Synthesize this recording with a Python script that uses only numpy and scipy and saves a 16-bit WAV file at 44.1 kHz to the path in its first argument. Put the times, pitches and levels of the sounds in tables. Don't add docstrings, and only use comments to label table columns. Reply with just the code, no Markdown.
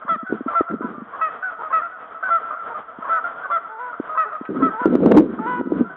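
import sys
import numpy as np
from scipy import signal
from scipy.fft import rfft, irfft
from scipy.io import wavfile

SR = 44100
rng = np.random.default_rng(int(sys.argv[2]) if len(sys.argv) > 2 else 0)


def wav_record(signal):
    frames = np.transpose(np.atleast_2d(signal))
    bounded = np.clip(frames, -1, 1)
    quanta = np.round(bounded * 32767).astype(np.int16)
    wavfile.write(sys.argv[1], SR, quanta)


N = 263040
TIME = np.arange(N) / SR

# start_s, length_s, pitch_hz, level_db, sag_fraction, fade_db, treble_db, bird
NEAR_HONKS = [ (0.088, .076, 680, -14, .068, 6.5, 10.5, "round"),
              (0.549, .072, 683.6, -14, 0.034, 2, -5, "round"),
              (1.211, 0.089, 651.2, -13.5, .048, 13, 3, "brassy"),
              (1.726, .087, 659.6, -12, .045, 10, -4, "brassy"),
              (2.3, 0.091, 679.2, -14, .02, 2.5, -3, "round"),
              (3.092, .106, 669.8, -16, .028, 2, -3, "round"),
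              (3.508, .076, 687, -19.5, 0.021, -3, 6.5, "round"),
              (4.173, .083, 656, -12.5, 0.054, 9, -6.5, "brassy"),
              (4.621, 0.076, 659.3, -13.5, .008, 5, 2.5, "round")]
# start_s, length_s, low_note_s, level_db, treble_db
LONG_CALLS = [(3.685, 0.24, .11, -28, -13), (4.728, 0.14, .064, -23, -8), (5.388, .23, .076, -21.5, 15.5)]
# start_s, length_s, pitch_hz, level_db
FLOCK_ANSWERS = [ (0.176, .07, 652.4, -45), (0.262, .075, 757, -30.5), (0.479, 0.03, 680, -21),
                 (0.500, 0.061, 593, -29), (0.684, 0.038, 685.3, -25), (0.818, .065, 506.5, -33),
                 (0.938, 0.087, 604, -38.5), (1.424, 0.082, 756, -24), (1.504, 0.088, 666, -36.5),
                 (1.628, .065, 635, -28), (1.814, 0.064, 692, -26.5), (2.143, 0.055, 661.5, -33.5),
                 (2.222, 0.024, 666, -24.5), (2.23, .07, 760.7, -22), (2.433, 0.1, 681.3, -32.5),
                 (2.526, 0.11, 699, -33), (2.611, 0.13, 677.4, -35), (2.697, 0.042, 465.4, -31),
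                 (2.741, .046, 612, -28), (2.879, 0.046, 656, -37), (3.02, 0.018, 648, -26.5),
                 (3.122, 0.079, 754, -26), (3.16, 0.051, 492.4, -34), (3.238, .049, 705, -24.5),
                 (3.431, 0.044, 768, -29.5), (3.498, 0.036, 588, -24), (3.559, .035, 667, -23),
                 (4.091, 0.1, 633, -27.5), (4.254, .041, 427.6, -31.5), (4.319, .061, 626, -28),
                 (4.555, 0.028, 645, -27.5), (4.829, 0.052, 698.6, -27), (5.386, .016, 620, -26.5),
                 (5.415, 0.075, 681, -35.5), (5.841, .063, 693, -36), (5.896, 0.05, 764, -36.5)]
FLOCK_GRUNTS = [(0.01, .035, 655, -34.5), (0.805, 0.035, 661, -31.5), (1.124, .05, 568.3, -32.5),
                (1.584, .06, 464, -32), (2.499, .06, 612, -30), (3.034, 0.073, 549, -30),
                (3.437, 0.038, 581, -30.5), (3.922, 0.036, 644, -30.5), (4.283, .092, 657, -34.5)]
# frequency_hz, relative_gain_db
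ROUND_THROAT = [(550, -9.5), (670, -15), (1000, -7), (1300, 4), (1450, -6), (1850, -14), (2030, -25),
                (2400, -33), (2700, -55.5), (3100, -42), (3350, -40), (3550, -45.5), (4000, -65.5)]
BRASSY_THROAT = [(550, -7.5), (650, -18.5), (1000, -2.5), (1300, 1), (1700, -7), (1930, -16), (2250, -30.5),
                 (2560, -24), (2750, -36), (3250, -44), (3850, -65.5), (4500, -77)]
DEEP_THROAT = [(430, -1.5), (500, -11), (900, 8.5), (1000, 3.5), (1480, -2.5), (1980, -21), (2500, -43),
               (3000, -44), (3400, -55.5), (4500, -68.5)]
FLOCK_THROAT = [(450, -3.5), (680, -9.5), (780, -12), (1000, 11.5), (1330, 1.5), (1520, 7), (1750, -19),
                (2050, -25.5), (2400, -41.5), (3300, -49.5), (4500, -58.5)]
# lower_hz, upper_hz
TREBLE_RAMP_HZ = [1510, 2975]
# frequency_hz, relative_density_db
RASP_SPECTRUM = [(150, -29.5), (400, -14), (600, -13.5), (1300, 4.5), (1650, 0.5), (2100, -4),
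                 (2800, -16.5), (3400, -20), (4000, -26)]
# time_s, level_db
FAR_CONTOUR = [(0.0, -37), (1.19, -38), (1.38, -37.5), (2.11, -38), (2.42, -34), (2.95, -38), (3.19, -37),
               (4.81, -34), (4.95, -42.5), (5.96, -38.5)]
# delay_s, gain_db
BANK_ECHOES = [(0.024, -25), (0.086, -25.5), (0.171, -25.5), (.27, -22.5), (0.429, -29)]
# start_s, peak_s, peak_db, decay_s
GUSTS = [(0.084, 0.142, -34.5, 0.011), (0.294, 0.337, -24, 0.02), (0.696, 0.729, -20.5, 0.016),
         (0.792, 0.84, -31, 0.083), (4.495, 4.662, -18.5, 0.024), (4.853, 5.176, -10.5, 0.061),
         (5.332, 5.52, -29.5, .2), (5.69, 5.815, -19.5, 0.019)]
# start_s, peak_db, swell_s
BUFFETS = [ (0.049, -30, 0.0022), (0.159, -26.5, 0.0033), (0.229, -25, 0.0035), (0.324, -9.5, 0.0016),
           (0.407, -17, 0.0026), (0.461, -16, 0.0035), (0.608, -4.5, 0.0015), (0.736, -14, 0.0034),
           (0.808, -16.5, 0.0023), (0.842, -16, .0034), (0.98, -25.5, 0.0027), (1.018, -24.5, 0.0039),
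           (2.986, -27, 0.0021), (3.999, -13, 0.002), (4.411, -20.5, 0.0023), (4.49, -17, 0.0027),
           (4.561, -17.5, 0.0058), (4.622, -10.5, 0.0069), (4.815, -19, 0.002), (4.856, -2.2, .0018),
           (4.952, -3.2, .0022), (5.058, -4.5, .003), (5.113, -6, .002), (5.164, 1.5, .011),
           (5.202, -3, .003), (5.004, -10, 0.0016), (5.031, -7, .0025), (5.396, -19, 0.0042),
           (5.611, -11.5, 0.0013), (5.671, -16.5, 0.0033), (5.720, -6.5, 0.002), (5.805, -11.5, 0.006)]
# frequency_hz, relative_density_db
TURBULENCE_SPECTRUM = [(25, -33), (60, -15.5), (120, -21.5), (190, -1), (270, 1), (350, -2), (500, -10),
                       (700, -33), (1000, -34.5), (2000, -46), (3500, -53)]
WHIRL_SPECTRUM = [(200, -38), (450, 13.5), (700, 2), (1000, -17.5), (1500, -30.5), (3500, -44.5)]
# frequency_hz, relative_density_db
TICK_SPECTRUM = [(500, -15), (1500, 23), (2400, 16), (4000, -6.5)]
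# frequency_hz, relative_density_db
MURMUR_SPECTRUM = [(18, -74.5), (30, -33), (136, -28), (280, -18), (384, -22.5), (467, -12), (546, -17.5),
                   (651, -9), (840, -16), (1110, -9.5), (1320, -7), (1540, -13), (1670, -18.5),
                   (2720, -38.5), (3250, -33), (4220, -61.5), (7150, -120)]


def near_goose(name, throat, attack_s=.0065, release_s=.032):
    out = np.zeros(N)
    for start, length, pitch, level, sag, fade, treble, bird in NEAR_HONKS:
        if bird != name:
            continue
        t = span(start, length)
        age = t - start
        opening = np.exp(-age / attack_s)
        closing = np.clip(1 - (length - age) / release_s, 0, 1) ** 1.4
        glide = 1 - .015 * opening - sag * age / length - .092 * closing
        envelope_db = level - 10 * opening - fade * age / length - 11 * closing
        tone = voice(t, pitch * glide, shelve(throat, treble), jitter=.0039, shimmer=.013, edge_s=.0021)
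        add(out, t, tone * from_db(envelope_db))
    return out


def voice(t, pitch_hz, throat, jitter, shimmer, edge_s):
    pitch_hz = pitch_hz * (1 + jitter * flutter(t, 420))
    phase = 2 * np.pi * np.cumsum(pitch_hz) / SR
    harmonic = np.arange(1, 9)[:, None]
    gains = from_db(at_hz(throat, np.maximum(harmonic * pitch_hz, 1)))
    gains /= np.sqrt(np.sum(gains ** 2, axis=0) / 2)
    offsets = rng.uniform(0, 2 * np.pi, harmonic.shape)
    tone = np.sum(gains * np.sin(harmonic * phase + offsets), axis=0)
    gate = np.clip(np.minimum(t - t[0], t[-1] - t) / edge_s, 0, 1)
    return tone * gate * (1 + shimmer * flutter(t, 500))


def shelve(throat, treble_db):
    return [(hz, db + treble_db * np.interp(hz, TREBLE_RAMP_HZ, [0, 1])) for hz, db in throat]


def with_rasp(calls, level_db):
    puffs = np.maximum(calls, 0) * rng.standard_normal(N)
    return calls + colour(puffs, RASP_SPECTRUM) * from_db(level_db)


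def deep_goose(low_hz=440, high_hz=500, break_s=.011, sag_hz_per_s=61, fade_db_per_s=31.5):
    out = np.zeros(N)
    for start, length, low_note_s, level, treble in LONG_CALLS:
        t = span(start, length)
        since_break = t - start - low_note_s
        high = .5 + .5 * np.tanh(since_break / break_s)
        held_s = np.maximum(since_break, 0)
        slack = np.exp(-np.minimum(t - start, t[-1] - t) / .012)
        pitch = low_hz + (high_hz - low_hz) * high - sag_hz_per_s * held_s - 24 * slack
        envelope_db = level - 8 * (1 - high) - fade_db_per_s * held_s - 12 * slack
        tone = voice(t, pitch, shelve(DEEP_THROAT, treble), jitter=.007, shimmer=.08, edge_s=.004)
        add(out, t, tone * from_db(envelope_db))
    return out


def flock(fall_per_s=.8, croak_lead_s=.033, croak_overlap_s=.014):
    out = np.zeros(N)
    for start, length, pitch, level in FLOCK_ANSWERS:
        t = span(start, length)
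        add(out, t, flock_honk(t, pitch, fall_per_s * length) * from_db(level))
    for start, length, pitch, level in FLOCK_GRUNTS:
        t = span(start, length)
        add(out, t, grunt(t, pitch) * from_db(level))
    for calls, croak_db in ((NEAR_HONKS, -10.5), (FLOCK_ANSWERS, -14)):
        for start, _, pitch, level, *_ in calls:
            t = span(start - croak_lead_s, croak_lead_s + croak_overlap_s)
            croak = grunt(t, .81 * pitch) * np.linspace(0, 1, len(t))
            add(out, t, croak * from_db(level + croak_db))
    return out


def flock_honk(t, pitch_hz, fall_fraction):
    progress = np.linspace(0, 1, len(t))
    glide = 1 - .025 * np.exp(-7 * progress) - fall_fraction * progress ** 3
    tone = voice(t, pitch_hz * glide, FLOCK_THROAT, jitter=.008, shimmer=.14, edge_s=.005)
    return tone * from_db(-5 * progress ** 3)


def grunt(t, pitch_hz):
    return voice(t, pitch_hz, FLOCK_THROAT, jitter=.045, shimmer=.38, edge_s=.012)


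def far_flock(count=90, lowest_hz=645, spread_hz=150):
    out = np.zeros(N)
    for turn, (when, size, register, distance) in enumerate(rng.random((count, 4))):
        t = span((turn + when) / count * N / SR, .05 + .06 * size)
        call = flock_honk(t, lowest_hz + spread_hz * register, fall_fraction=.07)
        add(out, t, call * from_db(-38 - 15.5 * distance))
    return out


def far_activity():
    level_db = np.interp(TIME, *np.transpose(FAR_CONTOUR))
    return from_db(level_db - level_db.mean())


def bank_reflections(calls, decay_db_per_s=60, scatter_db=-15):
    t = span(0, .78)
    response = rng.standard_normal(len(t)) * from_db(-decay_db_per_s * t) * np.minimum(t / .03, 1)
    response *= from_db(scatter_db) / np.linalg.norm(response)
    for delay, gain_db in BANK_ECHOES:
        add(response, [delay], from_db([gain_db]))
    return signal.fftconvolve(calls, response)[:N]


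def wind(eddy_count=130, eddy_swell_s=.0075):
    gust = gust_envelope()
    gust_db = 20 * np.log10(gust + 1e-9)
    eddies = [(when * N / SR, gust_db[int(when * N)] - 4.5 + 7 * size, eddy_swell_s)
              for when, size in rng.random((eddy_count, 2))]
    small_thumps, _ = thumps(eddies)
    hard_thumps, push = thumps(BUFFETS)
    force = gust * from_db(2 * flutter(TIME, 70)) + .1 * push
    rumble = force * noise(TURBULENCE_SPECTRUM)
    whirls = from_db(2) * force ** 1.845 * noise(WHIRL_SPECTRUM)
    rounded = .55 * np.tanh((rumble + whirls + small_thumps) / .55)
    return signal.sosfilt(signal.butter(2, 75, "high", fs=SR, output="sos"), rounded + hard_thumps)


def gust_envelope(onset_s=.0027, build_db=12):
    envelope = np.zeros(N)
    for start, peak_s, peak_db, decay_s in GUSTS:
        onset = np.clip((TIME - start) / onset_s, 0, 1)
        build = from_db(peak_db + np.interp(TIME, [start, peak_s], [-build_db, 0]))
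        decay = np.exp(-np.maximum(TIME - peak_s, 0) / decay_s)
        envelope += onset * build * decay
    return envelope


def thumps(eddies, full_scale_hz=297.2, hz_per_db=3):
    sound, force = np.zeros(N), np.zeros(N)
    for start, level, swell_s in eddies:
        t = span(start, .08)
        age = t - start
        push = from_db(level) * age / swell_s * np.exp(1 - age / swell_s)
        settled_hz = full_scale_hz + hz_per_db * level
        cycles = settled_hz * (age + .0016 * (1 - np.exp(-age / .0019)))
        add(sound, t, push * np.sin(2 * np.pi * cycles))
        add(force, t, push)
    return sound, force


def tick(start_s=4.452, level_db=-36, t60_s=.044):
    age = np.maximum(TIME - start_s, 0)
    return noise(TICK_SPECTRUM) * from_db(level_db - 60 * age / t60_s) * (age > 0)


def murmur():
    return noise(MURMUR_SPECTRUM) * from_db(-41.5 + 2.9 * flutter(TIME, 18))


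def noise(spectrum):
    return colour(rng.standard_normal(N), spectrum)


def colour(white, spectrum):
    gain = from_db(at_hz(spectrum, np.maximum(np.fft.rfftfreq(N, 1 / SR), 1)))
    return irfft(rfft(white) * gain / np.sqrt(np.mean(gain ** 2)), N)


def flutter(t, rate_hz):
    return np.interp((t - t[0]) * rate_hz + rng.random(), np.arange(2048), rng.normal(0, 1.75, 2048))


def at_hz(spectrum, hz):
    frequency_hz, level_db = np.transpose(spectrum)
    return np.interp(np.log(hz), np.log(frequency_hz), level_db)


def from_db(db):
    return 10 ** (np.asarray(db) / 20)


def span(start_s, length_s):
    return start_s + np.arange(max(int(length_s * SR), 8)) / SR


def add(out, t, sound):
    first = max(int(t[0] * SR), 0)
    out[first:first + len(sound)] += sound[:max(N - first, 0)]


def scene():
    round_goose = with_rasp(near_goose("round", ROUND_THROAT), level_db=-20)
    brassy_goose = with_rasp(near_goose("brassy", BRASSY_THROAT), level_db=-18)
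    long_calls = with_rasp(deep_goose(), level_db=-16.5)
    answers = with_rasp(flock(), level_db=-19.5)
    activity = far_activity()
    geese = round_goose + brassy_goose + long_calls + answers + activity * far_flock()
    return (geese + bank_reflections(geese) + activity * murmur() + wind() + tick())[None]


def record(dry, microphone_top_hz=3780, ceiling=.69, cutoff_hz=15600):
    dull = signal.sosfilt(signal.cheby1(8, .2, microphone_top_hz, fs=SR, output="sos"), dry)
    clipped = np.clip(dull, -ceiling, ceiling)
    return signal.sosfilt(signal.cheby1(10, .2, cutoff_hz, fs=SR, output="sos"), clipped)


dry = scene()
out = record(dry)
wav_record(out)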